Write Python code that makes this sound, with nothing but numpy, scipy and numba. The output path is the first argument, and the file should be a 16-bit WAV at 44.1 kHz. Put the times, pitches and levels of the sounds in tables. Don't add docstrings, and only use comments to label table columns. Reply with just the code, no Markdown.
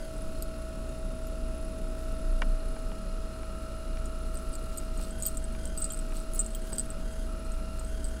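import sys
import numpy as np
from scipy import signal
from scipy.fft import rfft, irfft
from scipy.io import wavfile
from scipy.ndimage import uniform_filter1d
from numba import njit

SR = 44100
rng = np.random.default_rng(int(sys.argv[2]) if len(sys.argv) > 2 else 0)


def int16_out(signal):
    q = np.round(np.clip(np.atleast_2d(signal).T, -1, 1) * 32767)
    wavfile.write(sys.argv[1], SR, q.astype(np.int16))


def decibels_to_gain(level_db):
    exponent = np.asarray(level_db, float) / 20
    return 10 ** exponent


N = 361619


def level(x, db):
    return x * decibels_to_gain(db) / np.sqrt(np.mean(x ** 2))


def curve(s, values):
    return np.interp(np.arange(N) / SR, s, values)


def resonate(x, hz, width):
    return signal.lfilter(*signal.iirpeak(hz, hz / width, SR), x)


def band(hz, width):
    return level(resonate(rng.standard_normal(N), hz, width), 0)


def walk(rate):
    hold = int(SR / rate)
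    steps = np.repeat(rng.standard_normal(N // hold + 1), hold)
    return 1.25 * uniform_filter1d(uniform_filter1d(steps, hold), hold)[:N]


def tone(hz, db, wobble, sway_db):
    phase = 2 * np.pi * hz * np.arange(N) / SR + wobble * walk(3) + rng.uniform(0, 2 * np.pi)
    return np.sqrt(2) * decibels_to_gain(db + sway_db * walk(4)) * np.sin(phase)


@njit
def ring(at, blow, pole, keep):
    out, z, p, k = np.zeros(N), 0j, 0j, 0
    for i in range(at[0], N):
        while k < len(at) and at[k] <= i:
            z, p, k = keep * z + blow[k], pole[k], k + 1
        out[i] = z.imag
        z = z * p if abs(z.real) + abs(z.imag) > 1e-9 else 0j
    return out


def strike(s, db, modes, t60=1., keep=.3, scatter_db=2., detune=.003, width=2000.):
    out, at = 0, (np.asarray(s) * SR).astype(np.int64)
    for hz, mode_db, factor in modes:
        pitch, strength, phase = rng.standard_normal((len(at), 3)).T
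        decay = np.log(1000) / (factor * t60 * SR)
        pole = np.exp(2j * np.pi * hz * (1 + detune * pitch) / SR - decay)
        blow = decibels_to_gain(db + mode_db + scatter_db * strength) * np.exp(1j * phase)
        out = out + resonate(ring(at, blow, pole, float(np.clip(keep, 0, 1))), hz, width)
    return out


# pitch in Hz, level in dB per Hz.
AIR_COLOUR = [(45, -15), (75, -16), (100, -13.5), (290, -15.5), (400, -17.5), (700, -28), (1200, -32.5),
              (1750, -37.5), (3500, -38), (6000, -40), (9200, -39.5), (11500, -44), (14000, -61),
              (15800, -52)]


def air():
    hz, db = np.transpose(AIR_COLOUR)
    f = np.fft.rfftfreq(N, 1 / SR)
    shape = decibels_to_gain(np.interp(np.log(f + 1), np.log(hz), db))
    noise = irfft(rfft(rng.standard_normal(N)) * shape, N)
    upper = irfft(rfft(noise) * (f > 700), N)
    return noise * decibels_to_gain(-52.5 - 5.5) / upper.std()


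# pitch in Hz, width in Hz, level in dB.
RIDGES = [(4970, 170, -70), (7070, 210, -74.5), (7300, 340, -82), (7930, 200, -79), (10240, 240, -66),
          (10740, 470, -76)]


def sensor():
    t, frame_hz = np.arange(N) / SR, 29.97
    beat = np.cos(2 * np.pi * frame_hz * t + 2.5 + .5 * walk(2))
    pulse = np.exp(1.25 * beat - .2 + .25 * walk(5))
    fade = decibels_to_gain(-.35 * t - 0.9)
    lines = decibels_to_gain(-73.5) * band(10190, 200.0) + decibels_to_gain(-72) * band(10050, 70.) + decibels_to_gain(-77) * band(10450, 60.)
    lines += decibels_to_gain(-76) * band(9915, 32.0) + decibels_to_gain(-72.5) * band(10255, 33.0) + decibels_to_gain(-88) * band(16000, 120.)
    ridges = sum(decibels_to_gain(db + walk(2.9)) * band(hz, width) for hz, width, db in RIDGES)
    return pulse * fade * lines + ridges


# multiple of the shaft speed, level in dB.
ORDERS_DB = [(2, -57), (5, -57), (6, -59.5), (8, -66.5), (9, -67.5), (10, -62), (11, -47.5), (12, -73.5),
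             (14, -74)]
# pitch in Hz, level in dB.
DRONES = [(187, -53.5), (221, -54.5), (246, -54.5), (420, -68)]
# time in seconds, level in dB.
FAN_NEAR = [(0, -46.5), (2.3, -46), (3, -49), (5, -49.5), (8.2, -50.5)]
# time in seconds, level at half the shaft speed in dB, level at shaft speed in dB.
RUMBLE = [(0.0, -36.5, -54), (0.3, -42.5, -41), (2.31, -30, -42.5), (3.01, -37, -48.5), (3.11, -29, -63),
          (3.24, -40.5, -41), (4.5, -32, -41.5), (5.78, -37, -39.5), (6.17, -30, -51.5), (8.2, -37.5, -35)]


def fan():
    shaft_hz = 58.42
    near = curve(*np.transpose(FAN_NEAR))
    nearness = decibels_to_gain(near - near.mean())
    orders = sum(tone(k * shaft_hz, db, 0.45, 1.8 if k != 11 else .3) * nearness for k, db in ORDERS_DB)
    drones = sum(decibels_to_gain(db) * band(hz, 4.8) for hz, db in DRONES)
    s, half_db, first_db = np.transpose(RUMBLE)
    rumble = tone(shaft_hz / 2, 0, 1.3, 2.5) * decibels_to_gain(curve(s, half_db))
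    rumble += tone(shaft_hz, 0, .5, 1.) * decibels_to_gain(curve(s, first_db))
    rumble += decibels_to_gain(-39.5) * band(12.7, 4.4) + decibels_to_gain(-38.5) * band(33.4, 2.66)
    rumble += decibels_to_gain(-48.5) * band(21.3, 7.2) + decibels_to_gain(-56.5) * band(39.7, 11.0)
    lull = np.sin(np.pi / 2 * np.minimum(np.arange(N, 0, -1) / (.012 * SR), 1))
    return orders + drones + rumble * lull


# pitch in Hz, level in dB.
WHINE = [
    [(1050, -82), (1120, -68.5), (1276, -66), (1314, -58.5), (1351, -61.5), (1389, -66), (1459, -66.5),
     (2476, -74.5), (2514, -78), (2552, -77), (2627, -76), (2745, -73), (2772, -75)],
    [(1120, -69.5), (1238, -63.5), (1276, -61.5), (1314, -60), (1351, -58), (1432, -69), (1459, -69),
     (2514, -76.5), (2552, -75), (2589, -75), (2783, -69), (2821, -73), (2859, -77), (2896, -74)],
    [(1357, -64), (1443, -69), (1480, -66.5), (1513, -64), (1620, -69), (2046, -74), (2799, -78),
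     (2902, -77), (3149, -78), (3225, -69.5)],
]
# start in seconds, state number.
STATES = [(0, 2), (.09, 0), (2.42, 1), (5.1, 2), (5.24, 1), (5.4, 2), (5.47, 1), (5.55, 2), (5.76, 1),
          (6.47, 2), (6.53, 1), (6.59, 2), (6.84, 1), (7.02, 2), (7.27, 1), (7.86, 2)]
# pitch in Hz, width in Hz.
HISS_BANDS = [(1350, 300), (1600, 300), (1860, 80), (2050, 300), (2410, 130), (2810, 190), (3200, 180),
              (3720, 100), (4240, 110), (4800, 300), (5350, 400), (6450, 400), (3950, 200), (8800, 3500)]
# level in states 0, 1 and 2, all in dB.
HISS_DB = [(-63, -61, -62.5), (-84, -85, -66.5), (-75.5, -74, -79), (-81, -88, -91), (-84, -71.5, -100),
           (-69, -70.5, -69), (-100, -98, -67), (-71.5, -76.5, -77), (-70, -68, -72), (-81, -84, -68.5),
           (-73, -71.5, -87), (-84, -87, -67), (-76.5, -72, -93), (-96, -80, -62.5)]


def motor():
    t, motor_hz = np.arange(N) / SR, 36.85
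    s, state = np.transpose(STATES)
    now = state[np.searchsorted(s, t, "right") - 1]
    share = [uniform_filter1d(1. * (now == k), size=4000) for k in range(3)]
    whine = sum(share[k] * tone(hz, db, 0.18 + 3.26 * (k == 2), 2.16)
                for k in range(3) for hz, db in WHINE[k])
    hiss = 0
    for (hz, width), levels_db in zip(HISS_BANDS, HISS_DB):
        noise = level(resonate(band(hz, width), hz, 2 * width), 0)
        loudness = sum(part * decibels_to_gain(db) for part, db in zip(share, levels_db))
        hiss = hiss + noise * decibels_to_gain(walk(3.05)) * loudness
    throb = 1 + .5 * np.cos(2 * np.pi * motor_hz * t)
    tick_times = np.arange(.018, N / SR, .2167)
    ticks = strike(tick_times, -49.5, [(574.4, .1, 0.19)], detune=0.008, width=180.0)
    return whine + throb * hiss + ticks


# start in seconds, level in dB, tilt in dB per octave (plus is brighter).
KNOCKS = [(2.4165, -44, -1), (2.4187, -31, 2), (2.4203, -32.5, 0.5), (2.4275, -45, 2), (2.7625, -48, -5),
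          (2.916, -47, -3), (3.431, -51, -3), (3.971, -53, 7), (4.996, -50, -5), (5.549, -50, 3),
          (6.121, -52, 3), (6.722, -52, -7), (6.727, -50, -4), (7.81, -57, -7)]
# pitch in Hz, level in dB, ring time in seconds.
HOUSING_MODES = [(284, -6, 0.044), (520, 1, 0.029), (856, 7, 0.019), (1140, 4.5, 0.013), (1520, 3, 0.018),
                 (1880, 4, 0.011), (2370, 3.5, 0.019), (2880, -1, 0.015), (3370, -1, 0.0075),
                 (4700, -10, 0.0096), (5660, -10, .008), (7000, -19, .007)]


def knocks():
    s, db, tilt_db = np.transpose(KNOCKS)
    out = 0
    for hz, mode_db, t60 in HOUSING_MODES:
        late = .0009 * np.log2(5000 / hz)
        tilted_db = db + tilt_db * np.log2(hz / 1500)
        out = out + strike(s + late, tilted_db, [(hz, mode_db, t60)],
                           detune=0.019, scatter_db=0.5, width=1.04 * hz)
    return out


# middle in seconds, half length in seconds, rustle in dB, chatter in dB.
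SHAKES = [(.2, .3, -69, -62), (2.12, 0.13, -67, -64), (4.404, 0.16, -68, -53), (4.727, 0.18, -64, -55),
          (5.037, 0.05, -55.5, -48), (5.263, 0.058, -55, -42), (5.847, 0.22, -65, -52),
          (6.169, 0.052, -56.5, -44), (6.381, .06, -58, -46), (6.75, 0.12, -61, -44),
          (7.822, 0.11, -66, -53), (8.067, 0.035, -71, -54)]


def rustle():
    size_db = 2.5 * np.minimum(rng.exponential(size=N), 3.5)
    grains = (rng.random(N) < 900 / SR) * decibels_to_gain(size_db)
    smear = signal.lfilter([1], [1, -.99], grains) * rng.standard_normal(N)
    colour = resonate(smear, 8000.0, 3300.0) + resonate(smear, 4500.0, 2500.)
    colour += decibels_to_gain(-22) * resonate(smear, 12000.0, 5000.)
    t, rest_db = np.arange(N) / SR, -65
    motion = decibels_to_gain(rest_db) + sum(decibels_to_gain(db) * np.exp(-((t - s) / half) ** 2) for s, half, db, _ in SHAKES)
    return level(colour, 0) * motion


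def chatter(count):
    rows = [(s + half * (2 * u - 1), db - 8 * v)
            for s, half, _, db in SHAKES for u, v in rng.random((count, 2))]
    return np.clip(np.transpose(sorted(rows)), [[0], [-99]], [[N / SR], [0]])


def loose(modes, less_db):
    s, db = chatter(count=3)
    return strike(s, db + less_db, modes, detune=.004)


# start in seconds, level in dB.
SNAPS = [(.387, -56), (.4232, -43),  (.8925, -52), (1.2697, -54), (2.0305, -56), (2.791, -46),
         (4.0567, -52), (4.3447, -47), (4.5294, -44), (4.5528, -46), (4.7737, -43), (4.8496, -54),
         (4.9748, -54), (5.035, -52), (5.2, -48), (5.224, -37), (5.2473, -45), (5.2535, -47), (5.2577, -44),
         (5.2641, -42), (5.268, -48), (5.2723, -43), (5.2805, -42), (5.2875, -47), (5.309, -52),
         (5.347, -46), (5.371, -44), (5.44, -54), (5.5235, -50), (5.5964, -52), (5.775, -41), (5.7995, -51),
         (5.817, -49), (5.835, -51), (5.8428, -36), (5.851, -43), (5.8975, -54), (5.9212, -44), (5.99, -50),
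         (6.201, -54), (6.3354, -43), (6.3445, -46), (6.36, -44), (6.3808, -47), (6.3855, -50),
         (6.3918, -42), (6.399, -47), (6.4085, -50), (6.4125, -49), (6.4175, -51), (6.462, -48),
         (6.5492, -41), (6.7019, -48), (6.7236, -50), (6.7302, -46), (6.7775, -50), (6.7828, -36),
         (6.7955, -43), (7.7946, -53), (8.0435, -46), (8.051, -53)]
# pitch in Hz, level in dB, ring time in seconds.
SNAP_MODES = [(4300, -3, .003), (5700, -9, .003), (9250, 9.5, .003), (11500, -3, .003), (13500, -5, .003),
              (15600, -7, .003)]


def chain_snaps():
    snaps = strike(*np.transpose(SNAPS), SNAP_MODES, detune=.03, width=4000.)
    return snaps + sum(loose(SNAP_MODES, -7) for _ in range(3))


# start in seconds, level in dB.
LINKS = [(0.181, -39), (0.2207, -36), (0.423, -34), (2.1212, -37), (4.3448, -36), (4.6383, -38),
         (4.7738, -38), (5.0159, -37), (5.186, -38), (5.1907, -36), (5.2091, -37), (5.2535, -32),
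         (5.2863, -37), (5.767, -40), (5.8033, -34), (5.9211, -38), (6.3354, -27.5), (6.3491, -27),
         (6.356, -32), (6.3634, -37), (6.3808, -29), (6.5493, -37), (6.697, -41), (6.705, -36),
         (6.7236, -36), (6.8593, -36)]
# pitch in Hz, level in dB, ring time in seconds.
LINK_MODES = [(10940, -24, 0.023), (10250, -0.5, 0.0049), (10800, -13, 0.024)]


def chain_links():
    return strike(*np.transpose(LINKS), LINK_MODES, detune=.012) + loose(LINK_MODES, -2)


# start in seconds, level in dB.
BEADS = [
    [(0.4237, -37), (1.2702, -43), (2.0305, -54), (4.0567, -56), (4.3454, -45), (4.437, -54), (4.5295, -56),
     (4.5536, -47), (4.7741, -38), (4.8, -54), (4.975, -53), (5.2, -49), (5.2238, -43), (5.2646, -46),
     (5.2833, -42), (5.3099, -48), (5.372, -48), (5.7761, -45), (5.788, -55), (5.843, -51), (5.9219, -33),
     (5.946, -48), (6.3919, -49), (6.462, -54), (6.7307, -52), (6.758, -47), (6.7833, -40), (6.9025, -52),
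     (7.5185, -56), (7.794, -52)],
    [(0.4237, -47), (1.2702, -55), (2.0305, -56), (4.3454, -52), (4.5536, -52), (4.7741, -48),
     (5.2238, -50), (5.2473, -52), (5.2585, -45), (5.2646, -19), (5.2723, -42), (5.2833, -46), (5.29, -50),
     (5.81, -52), (5.9219, -45), (6.3445, -43), (6.3602, -50), (6.55, -40), (6.7307, -46), (6.7833, -47),
     (6.9025, -54), (7.847, -55)],
    [(0.4237, -58), (5.228, -47), (5.2646, -47), (5.2833, -44), (5.7985, -48), (5.8027, -43), (5.843, -52),
     (5.9906, -54), (6.3445, -39), (6.3602, -53), (6.3919, -51), (6.418, -52), (6.55, -39), (6.575, -54)],
]
# pitch in Hz, level in dB, ring time in seconds.
BEAD_MODES = [
    [(12495, 0, .021), (12700, -10, .01)],
    [(13930, -2, .017), (14170, -5, .03)],
    [(15130, -1, .022), (15170, -16, .1)],
]


def beads():
    out = 0
    for hits, modes in zip(BEADS, BEAD_MODES):
        out = out + strike(*np.transpose(hits), modes, keep=0.41, detune=.001, scatter_db=3.0)
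        out = out + loose(modes, -27)
    return out


# start in seconds, level in dB.
TUBE = [(0.4233, -40), (4.354, -44), (4.5381, -43), (4.553, -46), (4.781, -45), (5.2537, -39),
        (5.2583, -40), (5.2632, -40), (5.2723, -39), (5.775, -39), (5.817, -45), (5.843, -36),
        (5.8511, -45), (5.9035, -45), (5.9353, -48), (6.7307, -40), (6.783, -35), (6.7956, -44),
        (6.8034, -49), (8.0441, -43), (8.051, -45)]
# pitch in Hz, level in dB, ring time in seconds.
TUBE_MODES = [(4720, -0.5, 0.023), (5100, -6, 0.0087)]
# start in seconds, level in dB.
CLASP = [(5.2537, -46), (5.2655, -41), (5.9035, -37), (5.921, -48), (5.99, -54), (6.548, -37),
         (6.7836, -52)]
# pitch in Hz, level in dB, ring time in seconds.
CLASP_MODES = [(3220, -1, .027)]


def tube_and_clasp():
    tube = strike(*np.transpose(TUBE), TUBE_MODES, scatter_db=0.5)
    return tube + strike(*np.transpose(CLASP), CLASP_MODES, scatter_db=.5, width=1400.0)


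# start in seconds, level in dB, ring time in seconds.
LOW_COIN = [(.4236, -46, .07), (.8925, -51, .05), (1.27, -48, .04), (4.0576, -44, .05), (4.7739, -49, .05),
            (4.78, -40, .05), (4.975, -46, .05), (5.2239, -31, 0.046), (5.2535, -46, .06),
            (5.263, -34, .05), (5.2762, -42, .05), (5.2828, -41, .03), (5.817, -43, .04),
            (5.8265, -41, .04), (5.8435, -45, .04), (5.8511, -45, .04), (6.3354, -42, .015),
            (6.345, -46, .06), (6.358, -46, .05), (6.3923, -40, .06), (6.5494, -42, .015),
            (6.7836, -53, .05), (6.7956, -52, .05), (7.5191, -45, .03), (7.7946, -43, .03)]
# start in seconds, level in dB, ring time in seconds.
HIGH_COIN = [(1.236, -57, .03), (4.372, -41, .015), (4.5543, -38, .02), (4.7739, -49, .05),
             (4.781, -52, .05), (5.2632, -44, .05), (5.371, -30, 0.018), (5.376, -45, .016),
             (5.654, -40, .02), (5.7754, -47, 0.19), (5.8265, -44, .05), (5.8511, -44, .05),
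             (5.903, -33.5, 0.056), (5.9447, -44, .02), (6.3916, -28, 0.076), (6.401, -33, .04),
             (6.462, -32, 0.022), (6.7304, -45, .04), (6.7579, -43, .02), (6.783, -46, .03),
             (6.7956, -38, .03), (6.8034, -44, .03), (6.9032, -45, .04)]
# pitch in Hz, level in dB, ring time factor.
COIN_MODES = [
    [(6945, 0, 1)],
    [(7290, 0, 1), (7420, -10, .6)],
]


def coins():
    out = 0
    for coin, modes in zip((LOW_COIN, HIGH_COIN), COIN_MODES):
        s, db, t60 = np.transpose(coin)
        out = out + strike(s, db, modes, t60, keep=.5, scatter_db=0.5)
    return out


# start in seconds, level in dB, ring time in seconds.
DISC = [(0.4236, -27, 0.016), (4.5543, -29, 0.0093), (4.7725, -34, 0.041), (4.782, -23, 0.019),
        (5.2237, -22, 0.016), (5.2473, -37, 0.03), (5.2537, -27, .06), (5.2577, -22, 0.04),
        (5.262, -24, 0.056), (5.2723, -23, 0.015), (5.282, -23, 0.015), (5.372, -23, 0.018),
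        (5.3765, -31, .01), (5.6553, -20.5, 0.0068), (5.775, -30, 0.14), (5.817, -28, 0.02),
        (5.8205, -22, 0.033), (5.8265, -25, 0.029), (5.843, -19.5, 0.027), (5.8511, -25, 0.02),
        (5.8575, -37, .03), (5.904, -29, 0.034), (5.9325, -30, .01), (5.9353, -25, 0.011),
        (5.9732, -27.5, 0.017), (5.9906, -25.5, 0.019), (6.3575, -30, 0.029), (6.3923, -18.5, 0.064),
        (6.4007, -21, 0.053), (6.412, -24, 0.03), (6.463, -28, 0.022), (6.5494, -26.5, 0.025),
        (6.7304, -29, 0.053), (6.7831, -17, 0.025), (6.7955, -19, 0.022), (6.8034, -33, .015),
        (6.9032, -32, 0.029), (8.0435, -30, .025)]
# start in seconds, level in dB.
TAPS = [(4.0566, -32), (4.345, -41), (4.3534, -36), (4.372, -31.5), (4.529, -36), (4.975, -35),
        (5.036, -36), (5.1085, -34), (5.2009, -33), (5.233, -25), (5.285, -29), (5.3466, -37), (5.441, -29),
        (5.675, -36), (5.9214, -29), (5.9447, -31), (6.169, -35), (6.3353, -40), (6.3804, -39),
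        (6.506, -34), (6.7579, -35), (7.124, -42), (7.519, -37), (7.7944, -32), (7.848, -37),
        (8.084, -35.5)]
# start in seconds, level in dB.
GRAZES = [(.163, -45), (.891, -49), (1.236, -45), (4.538, -36), (4.626, -45), (4.85, -46), (5.012, -43),
          (5.078, -47), (5.294, -46), (5.308, -45), (5.3255, -42), (5.3575, -50), (5.416, -46),
          (5.423, -47), (5.523, -49), (5.596, -48), (5.633, -42), (5.788, -37), (5.8, -34), (5.835, -35),
          (5.8645, -39), (5.872, -42), (5.878, -39), (5.889, -43), (6.2015, -39), (6.3471, -35),
          (6.4298, -36), (6.439, -39), (6.4454, -36), (6.4824, -42), (6.518, -44), (6.534, -44),
          (6.6185, -41), (6.645, -42), (6.652, -44), (6.723, -38), (6.779, -39), (6.8105, -35),
          (6.8165, -43), (7.45, -42), (7.54, -45), (7.8794, -42), (8.051, -33), (8.068, -39), (8.194, -52)]
# pitch in Hz, level in dB, ring time factor.
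DISC_MODES = [(8200, -6, 1.), (8095, -8, 1.05), (8370, -11, .55), (8750, -12, .4), (9150, -15, .3)]


def flat_charm():
    s, db, t60 = np.transpose(sorted(DISC + [(*tap, .024) for tap in TAPS]))
    free_db = 4 * np.log2(np.clip(t60 / .022, .7, 3))
    out = strike(s, db + free_db / 4, DISC_MODES[:2], t60, scatter_db=1.5, detune=.0015, width=1300.)
    out += strike(s, db - free_db, DISC_MODES[2:], t60, width=1500.)
    crack = [(9100, 5.0, 0.0034), (5750, -8, 0.0033), (3350, -7.5, 0.0038), (13000, -10, .003)]
    out += strike(s, db - 14.5, crack, detune=0.028, scatter_db=3.0, width=4500.0)
    out += sum(strike(s, db - 38, modes, scatter_db=4.0, detune=.001) for modes in BEAD_MODES[:2])
    out += strike(*np.transpose(GRAZES), DISC_MODES, 0.024)
    return out + strike(*chatter(count=5), DISC_MODES, .03)


def bracelet():
    return chain_snaps() + chain_links() + beads() + tube_and_clasp() + coins() + flat_charm()


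def room_echo(x):
    t = np.arange(4000) / SR
    tail = rng.standard_normal(len(t)) * np.exp(-np.log(1000) * t / 0.044) * (t > .002)
    return signal.fftconvolve(x, level(tail, -12.0) / np.sqrt(len(t)))[:N]


def scene():
    background = air() + sensor() + fan() + motor()
    taps, hits = knocks(), bracelet()
    echo = room_echo(hits + decibels_to_gain(-4) * taps)
    return (background + taps + rustle() + hits + echo)[None]


def roll_off(x):
    return signal.sosfilt(signal.butter(12, 16500, fs=SR, output="sos"), x)


def record(dry):
    top_hz = 15830
    cut = signal.sosfilt(signal.ellip(10, .3, 30, top_hz, fs=SR, output="sos"), dry)
    return roll_off(cut)


dry = scene()
out = record(dry)
int16_out(out)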